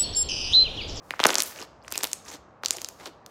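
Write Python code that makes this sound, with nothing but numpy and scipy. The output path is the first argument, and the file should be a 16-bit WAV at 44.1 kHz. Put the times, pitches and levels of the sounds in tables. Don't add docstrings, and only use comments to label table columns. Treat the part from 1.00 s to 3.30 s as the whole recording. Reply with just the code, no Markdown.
import sys
import numpy as np
from scipy import signal
from scipy.fft import rfft, irfft, next_fast_len
from scipy.io import wavfile
from scipy.ndimage import uniform_filter1d

SR = 44100
rng = np.random.default_rng(int(sys.argv[2]) if len(sys.argv) > 2 else 0)


def level_to_linear(level):
    exponent = np.asarray(level, float) / 20
    return 10 ** exponent


def store_pcm(level_fs):
    pcm = np.round(np.clip(level_fs, -1, 1) * 32767).astype(np.int16)
    wavfile.write(sys.argv[1], SR, np.atleast_2d(pcm).T)


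N = 101429


def rms_one(x):
    return x / np.sqrt(np.mean(x ** 2) + 1e-20)


def at_hz(points, hz):
    table_hz, table_db = np.array(points).T
    return np.interp(np.log(hz), np.log(table_hz), table_db)


def drift(rate_hz):
    r = np.exp(-2 * np.pi * rate_hz / SR)
    slow = signal.lfilter([1], [1, -2 * r, r * r], rng.standard_normal(2 * N))
    return rms_one(slow[N:])


def add(out, s, shape):
    i = int(s * SR)
    out[i:i + len(shape)] += shape[:len(out) - i]


def butter(x, order, hz, kind):
    return signal.sosfilt(signal.butter(order, hz, kind, fs=SR, output="sos"), x)


def resonate(x, hz, r):
    return signal.lfilter([1, 0, -1], [1, -2 * r * np.cos(2 * np.pi * hz / SR), r * r], x)


def span(t, s, length_s, edge_s):
    return np.clip(np.minimum(t - s, s + length_s - t) / edge_s, 0, 1)


# frequency in Hz, level in dB per Hz.
HUM_SPECTRUM = [(15, -77), (25, -32.5), (59, -0.5), (277, -6.5), (405, -7), (503, -4), (1160, -6.5),
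                (1940, -20.5), (5500, -44), (16000, -61.5)]
HUM_DB = -53.5


def hum():
    hz = np.maximum(np.arange(N // 2 + 1) * SR / N, 10)
    spectrum = rfft(rng.standard_normal(N)) * level_to_linear(at_hz(HUM_SPECTRUM, hz))
    return level_to_linear(HUM_DB) * rms_one(irfft(spectrum, N))


# start in seconds, length in seconds,
# hiss level in dB.
HANDLING = [
    (0.013, 0.603, -59),
    (0.844, 0.501, -70),
    (1.618, 0.4705, -59),
    (2.277, 0.13, -70.5),
]
HISS_FROM_HZ, HISS_EDGE_S = 5200, 0.0296


def hiss():
    t = np.arange(N) / SR
    gate = sum(level_to_linear(db) * span(t, s, length_s, HISS_EDGE_S) for s, length_s, db in HANDLING)
    return gate * butter(rng.standard_normal(N), 1, HISS_FROM_HZ, "high")


ROOM_DB, ROOM_ONSET_S, SPLIT_HZ = -13, 0.0029, 9000
BASS_HZ, BASS_T60_S = 4000, 0.5835
MID_T60_S, TREBLE_T60_S, TREBLE_DB = 0.26, 0.28, 3


def room(x):
    t = np.arange(SR) / SR
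    low = butter(rng.standard_normal(SR), 4, SPLIT_HZ, "low")
    high = butter(rng.standard_normal(SR), 4, SPLIT_HZ, "high")
    bass = butter(low, 1, BASS_HZ, "low")
    tail = bass * level_to_linear(-60 * t / BASS_T60_S)
    tail += (low - bass) * level_to_linear(-60 * t / MID_T60_S)
    tail += high * level_to_linear(TREBLE_DB - 60 * t / TREBLE_T60_S)
    tail *= np.minimum(t / ROOM_ONSET_S, 1)
    return level_to_linear(ROOM_DB) * signal.fftconvolve(x, tail / np.sqrt(np.sum(tail ** 2)))[:N]


# start in seconds, level in dB, pitch in Hz.
THUD_HITS = [(.257, -25, 410), (2.01, -46, 900), (0.302, -30.5, 296), (0.601, -40, 297.5), (.61, -55, 450),
             (0.979, -39.5, 392), (1.761, -42.5, 332), (1.277, -44.5, 332.7), (1.735, -35, 721.3),
             (2.003, -40, 308.7), (2.06, -36.5, 282)]
THUD_WIDTH_HZ, THUD_ONSET_S, THUD_DECAY_S = 80, 0.0071, 0.01746


def thuds():
    out, t = np.zeros(N), np.arange(8192) / SR
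    r = np.exp(-np.pi * THUD_WIDTH_HZ / SR)
    envelope = np.exp(-t / THUD_DECAY_S) * np.minimum(t / THUD_ONSET_S, 1)
    for s, db, hz in THUD_HITS:
        noise = level_to_linear(db) * rng.standard_normal(len(t)) * envelope
        add(out, s, np.sqrt(1 - r) * resonate(noise, hz, r))
    return out


BRIGHT_TAIL_START_S, BRIGHT_TAIL_DB, BRIGHT_TAIL_ONSET_S, BRIGHT_TAIL_T60_S, BRIGHT_TAIL_FROM_HZ = 0.456, -27, 0.0032, 0.29, 9900


def bright_tail():
    t = np.arange(N) / SR - BRIGHT_TAIL_START_S
    noise = butter(rng.standard_normal(N), 2, BRIGHT_TAIL_FROM_HZ, "high")
    decay = level_to_linear(BRIGHT_TAIL_DB - 60 * np.maximum(t, 0) / BRIGHT_TAIL_T60_S)
    return noise * np.clip(t / BRIGHT_TAIL_ONSET_S, 0, 1) * decay


# start in seconds, length in seconds, pitch in Hz, end pitch in Hz,
# level in dB, roughness from 0 to 1.
SLIT_SQUEAKS = [
    (0.2015, 0.017, 3110, 3230, -31, .85),
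    (0.943, 0.009, 2750, 2400, -33, .35),
    (1.670, 0.0076, 3360, 5500, -45, .5),
]
OCTAVE_DB, OCTAVE_LOSS_DB_PER_OCTAVE = 2, 59.5


def squeaks():
    out = np.zeros(N)
    for s, length_s, hz, end_hz, db, rough in SLIT_SQUEAKS:
        n = int(length_s * SR)
        wobble = uniform_filter1d(rng.standard_normal(1500), size=24)[:n] * 5
        phase = 2 * np.pi * np.cumsum(np.linspace(hz, end_hz, n)) / SR + rough * wobble
        octave = level_to_linear(OCTAVE_DB - OCTAVE_LOSS_DB_PER_OCTAVE * np.log2(hz / 2600))
        tone = np.sin(phase) + octave * np.sin(2 * phase)
        flutter = 1 + rough * wobble[::-1]
        add(out, s, level_to_linear(db) * signal.windows.tukey(n, .5) * flutter * tone)
    return out


# start in seconds, length in seconds, level in dB,
# swell to the end in dB.
PEEL_STROKES = [(-0.006, 0.1777, -85.5, 41.5), (0.182, 0.1697, -44.5, 14), (0.356, 0.0573, -41, 27),
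                (0.43, 0.1314, -39, -13.5), (0.54, 0.1184, -42.5, 3.5), (0.825, 0.133, -56.5, -0.5),
                (0.896, 0.217, -47, -1.5), (1.235, 0.1427, -48, 8.5), (1.648, 0.1172, -48, 7),
                (1.773, 0.148, -46, -13.5), (1.982, 0.1325, -43, -10), (2.047, 0.0318, -35, 1.5),
                (2.269, 0.07, -61, 0)]
# frequency in Hz, level in dB per Hz.
GRAIN_SPECTRUM = [(200, -3.5), (500, -5.5), (1500, -5), (3500, -11.5), (7000, -7), (9000, -12.5),
                  (16000, -19.5)]
PEEL_EDGE_S, GRAINS_PER_S, CLUMP_DB, CLUMP_HZ = 0.03066, 8000, 2, 60
GRAIN_SPREAD_DB, GRAIN_T60_CYCLES = 3, 6.1
PATCH_DB, PATCH_HZ = 4.5, 10


def peel():
    t = np.arange(N) / SR
    effort = np.zeros(N)
    for s, length_s, db, swell_db in PEEL_STROKES:
        effort += level_to_linear(db + swell_db * (t - s) / length_s) * span(t, s, length_s, PEEL_EDGE_S)
    sizes = level_to_linear(GRAIN_SPREAD_DB * np.minimum(rng.exponential(1, N), 4)) * rng.choice([-1, 1], N)
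    born = rng.random(N) < GRAINS_PER_S * level_to_linear(CLUMP_DB * drift(CLUMP_HZ)) / SR
    pitch_index = rng.integers(0, 20, N)
    crackle = np.zeros(N)
    for k, hz in enumerate(np.geomspace(250, 15000, 20)):
        grains = sizes * born * (pitch_index == k) + 1e-18
        ring = resonate(grains, hz, level_to_linear(-60 * hz / (GRAIN_T60_CYCLES * SR)))
        level = level_to_linear(at_hz(GRAIN_SPECTRUM, hz) + PATCH_DB * drift(PATCH_HZ))
        crackle += rms_one(ring) * level * np.sqrt(hz)
    return effort * rms_one(crackle)


# time in seconds, peak in dB, pitch in Hz, length in cycles.
SOFT_BUBBLES = [(0.123, -41, 4900, 14), (.138, -18.5, 1299, 1.8), (0.213, -34.5, 5000, 4.1),
                (0.2596, -35, 7000, 2.34), (0.2649, -22, 6000, 4), (0.2711, -13, 6500, 4.2),
                (.2827, -18.5, 5000, 2.65), (0.2909, -21.5, 3480, 3.2), (0.306, -14, 6540, 5.4),
                (.33, -21.5, 7340, 5.3), (.33, -21, 11000, 4.4), (0.3342, -12.5, 3000, 1.8),
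                (0.3469, -20, 4000, 2.3), (.3635, -35.5, 11000, 2.4), (.3695, -36.5, 6000, 3.2),
                (0.382, -22, 6430, 3), (.385, -13.5, 11000, 4), (0.3956, -14.5, 6000, 2.5),
                (0.3975, -15.5, 8000, 3), (.41, -14.5, 10140, 3.4), (0.4168, -20, 4000, 2.7),
                (0.4345, -4.5, 10140, 2.76), (0.4372, -22, 9970, 3.6), (.561, -29, 4000, 1.65),
                (.5785, -36, 4500, 3), (0.5887, -32, 2700, 5.1), (0.6018, -29.5, 7000, 4.9),
                (0.619, -35.5, 2900, 8.9), (0.6256, -28, 4960, 7.1), (0.627, -26, 5460, 2.2),
                (1.253, -34, 6470, 4.65), (1.257, -44.5, 10900, 4.1), (1.279, -36.5, 2000, 1.9),
                (1.2828, -29.5, 4000, 1.7), (1.303, -30, 6740, 5.7), (1.328, -37.5, 4000, 3.9),
                (1.33, -36, 7080, 4.7), (1.338, -30, 7540, 5), (1.3397, -34.5, 4530, 3.3),
                (1.728, -23, 6000, 2.9), (1.73, -22, 7500, 4.8), (1.736, -16, 9030, 3.6),
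                (1.751, -31.5, 4000, 3.4), (1.86, -34.5, 4000, 6.2), (1.875, -34, 10000, 4.8),
                (0.8186, -50.5, 4360, 1.94), (.826, -46, 4900, 6), (0.8476, -37.5, 2600, 2.5),
                       (.894, -42.5, 5500, 4), (0.932, -33, 2800, 3.4), (.9675, -31, 8000, 3),
                       (0.9735, -26.5, 9500, 2.9), (1.0555, -35.5, 11000, 5), (1.102, -38, 14400, 5),
                       (1.114, -37, 6000, 2.55), (1.1339, -24.5, 7450, 6.6)]


def bubbles():
    out, t = np.zeros(N), np.arange(400) / SR - .0045
    for s, db, hz, cycles in SOFT_BUBBLES:
        swell = np.exp(-8 * (t * hz / cycles) ** 2)
        add(out, s + t[0], level_to_linear(db) * swell * np.sin(2 * np.pi * hz * t + 1))
    return out


SWELL_CYCLES = 0.06


def burst(t, hz, damping):
    turns = np.maximum(t * hz + .3, 0)
    swell = 1 - np.exp(-turns / SWELL_CYCLES)
    shape = swell * np.exp(-np.pi * damping * turns) * np.sin(2 * np.pi * turns)
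    return shape / np.abs(shape).max()


# time in seconds, peak in dB, pocket pitch in Hz, push in dB, snap in dB.
FIRST_FOLD_POPS = [(0.1075, -15, 2026, -7, -5), (0.1941, -16.5, 1155, -16, -14.5),
                   (0.2011, -12, 3017, 6.5, -24.5), (0.2335, -19.5, 983.4, 6, -31),
                   (0.2394, 2, 3613, -22.5, -14.5), (0.2499, -10, 1268, 3.5, -34.5),
                   (0.2531, -8, 4672, -21, -1), (0.2546, -5, 1148, 11.5, -2.5),
                   (0.2669, 3.5, 8280, -32.5, -21), (0.2682, 6, 9160, -14.5, -10),
                   (0.287, -13, 4967, -5, -11.5), (0.2891, -14, 3880, -9, -18),
                   (0.2931, -17.5, 1286, 9, -8), (0.3042, -9.5, 3400, -2, -22),
                   (0.3301, -34, 7130, -23.5, -1.5), (0.3434, -13.5, 5990, -19, 7.5),
                   (0.3549, -0.5, 5220, -13.5, -32.5), (0.3731, -20.5, 8125, -5.5, -7),
                   (0.3835, -1, 6550, -17, -13), (0.4038, -1, 5680, -51.5, -5),
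                   (0.4215, 5.5, 10470, -43, -13), (0.6159, -24.5, 4580, -24.5, -23)]
# time in seconds, peak in dB, pocket pitch in Hz, push in dB, snap in dB.
SECOND_FOLD_POPS = [(0.8798, -29, 1390, -21.5, -24), (0.8814, -24.5, 5940, -11.5, -38),
                    (0.906, -28.5, 10900, -6.5, -3.5), (0.915, -21.5, 7800, -27, -4.5),
                    (0.921, -32, 1240, -12, -24), (0.9237, -51, 1240, 5.5, -15.5),
                    (0.9236, -13, 7950, -36.5, 8), (0.9386, -22, 4270, -25.5, -12),
                    (0.9559, -20.5, 2420, -7.5, 7.5), (0.9588, -20, 3160, -29.5, -15),
                    (0.9761, -24.5, 6120, 2.5, -29.5), (0.9778, -2, 7700, -53, -8),
                    (0.9889, -21, 6000, -20, 3), (1.006, -27.5, 2150, -20.5, -13),
                    (1.0099, -24.5, 3500, -1.5, -3.5), (1.0298, -16.5, 5200, -16, -16.5),
                    (1.034, -7.5, 7400, -11, 7), (1.041, -2.5, 11000, -17, -1),
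                    (1.0434, -10.5, 3700, -20.5, -19), (1.0512, -21.5, 2840, -8, 7.5),
                    (1.0715, -22.5, 5600, -27.5, 0), (1.1163, -23, 6300, -12.5, -0.5),
                    (1.1318, -2, 7300, -45, -66)]
# time in seconds, peak in dB, pocket pitch in Hz, push in dB, snap in dB.
THIRD_FOLD_POPS = [(1.6351, -24, 1180, 2.5, -1.5), (1.6372, -24, 4100, -9, -25.5),
                   (1.646, -24, 4470, -8.5, -9.5), (1.6497, -20, 4240, -6.5, 4),
                   (1.6598, -3.5, 5290, -45.5, -51), (1.684, -13, 6000, -27.5, -27.5),
                   (1.7077, 2, 7250, -25.5, -45.5), (1.7204, -26.5, 4500, -20.5, -6.5),
                   (1.765, -22.5, 6760, -31.5, -31), (1.7686, -15, 7520, -19.5, -6),
                   (1.7843, -25, 2790, -11, -1.5), (1.8172, -18.5, 5260, -34, 5.5),
                   (1.8463, -11.5, 5556, -26, -32.5), (1.8875, -17, 6420, -50.5, 1),
                   (2.0583, -23, 4500, -4, -10), (2.062, -29, 2344, -2, -19), (2.2629, -28, 4360, -12, 5)]
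POP_DB, POCKET_DAMPING = 3.5, 0.4726
PUSH_DB, PUSH_HZ, PUSH_DAMPING = -5, 900, 0.844
SNAP_HZ, SPRAY_DB, SPRAY_DECAY_S = 13000, -12, .001


def pops():
    out, t = np.zeros(N), np.arange(400) / SR - .001
    for s, db, hz, push_db, snap_db in FIRST_FOLD_POPS + SECOND_FOLD_POPS + THIRD_FOLD_POPS:
        ring = np.gradient(burst(t, hz, POCKET_DAMPING)) * SR / (2 * np.pi * hz)
        core = ring + level_to_linear(snap_db) * burst(t, SNAP_HZ, POCKET_DAMPING)
        push = level_to_linear(push_db + PUSH_DB) * burst(t, PUSH_HZ, PUSH_DAMPING)
        shreds = rng.standard_normal(len(t)) * np.exp(-t / SPRAY_DECAY_S) * (t > 0)
        spray = np.convolve(shreds, core)[44:44 + len(t)] * np.sqrt(hz / SR)
        add(out, s + t[0], level_to_linear(db + POP_DB) * (core + push + level_to_linear(SPRAY_DB) * spray))
    return out


LOW_CUT_HZ = 250


def scene():
    slime = pops() + bubbles() + peel() + squeaks() + thuds() + bright_tail()
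    slime = butter(slime, 3, LOW_CUT_HZ, "high")
    return (slime + room(slime) + hum() + hiss())[None]


LOW_DELAY_CYCLES, DELAY_FROM_HZ, DELAY_TO_HZ = 2.0, 150, 2500
GATE_HZ, GATE_SHUT_DB, GATE_EDGE_S = 7669, -6, 0.15
DUCK_ABOVE_DB, DUCK_DB_PER_DB, DUCK_BACK_DB_PER_S, DUCK_LAG_S = -10.5, 0.38, 897, 0.00093
CUTOFF_HZ = 17000


def delay_lows_and_gate(dry):
    size = next_fast_len(N + SR // 4)
    hz = np.arange(size // 2 + 1) * SR / size
    lag_cycles = LOW_DELAY_CYCLES * np.log((1 + hz / DELAY_FROM_HZ) / (1 + hz / DELAY_TO_HZ))
    spectrum = rfft(dry, size) * np.exp(-2j * np.pi * lag_cycles)
    x = irfft(spectrum, size)[:, :N]
    treble = irfft(spectrum / (1 + (GATE_HZ / (hz + 1)) ** 12), size)[:, :N]
    t = np.arange(N) / SR
    shut = 2 - sum(span(t, s - GATE_EDGE_S, length_s + 2 * GATE_EDGE_S, GATE_EDGE_S)
                   for s, length_s, _ in HANDLING)
    return x - treble * shut * (1 - level_to_linear(GATE_SHUT_DB))


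def duck(x):
    slope = DUCK_BACK_DB_PER_S * np.arange(N) / SR
    level_db = 20 * np.log10(np.abs(x[0]) + 1e-9)
    held_db = np.maximum.accumulate(level_db + slope) - slope
    over_db = np.maximum(held_db - DUCK_ABOVE_DB, 0)
    lag = int(DUCK_LAG_S * SR)
    late_db = uniform_filter1d(np.r_[np.zeros(lag), over_db[:-lag]], size=40)
    return x * level_to_linear(-DUCK_DB_PER_DB * late_db)


def top_cut(x):
    return signal.sosfilt(signal.butter(12, 16990, fs=SR, output="sos"), x)


def record(dry):
    x = np.clip(duck(delay_lows_and_gate(dry)), -.93, .93)
    x = signal.sosfilt(signal.cheby2(10, 60, CUTOFF_HZ, fs=SR, output="sos"), x)
    return top_cut(x)


dry = scene()
out = record(dry)
store_pcm(out)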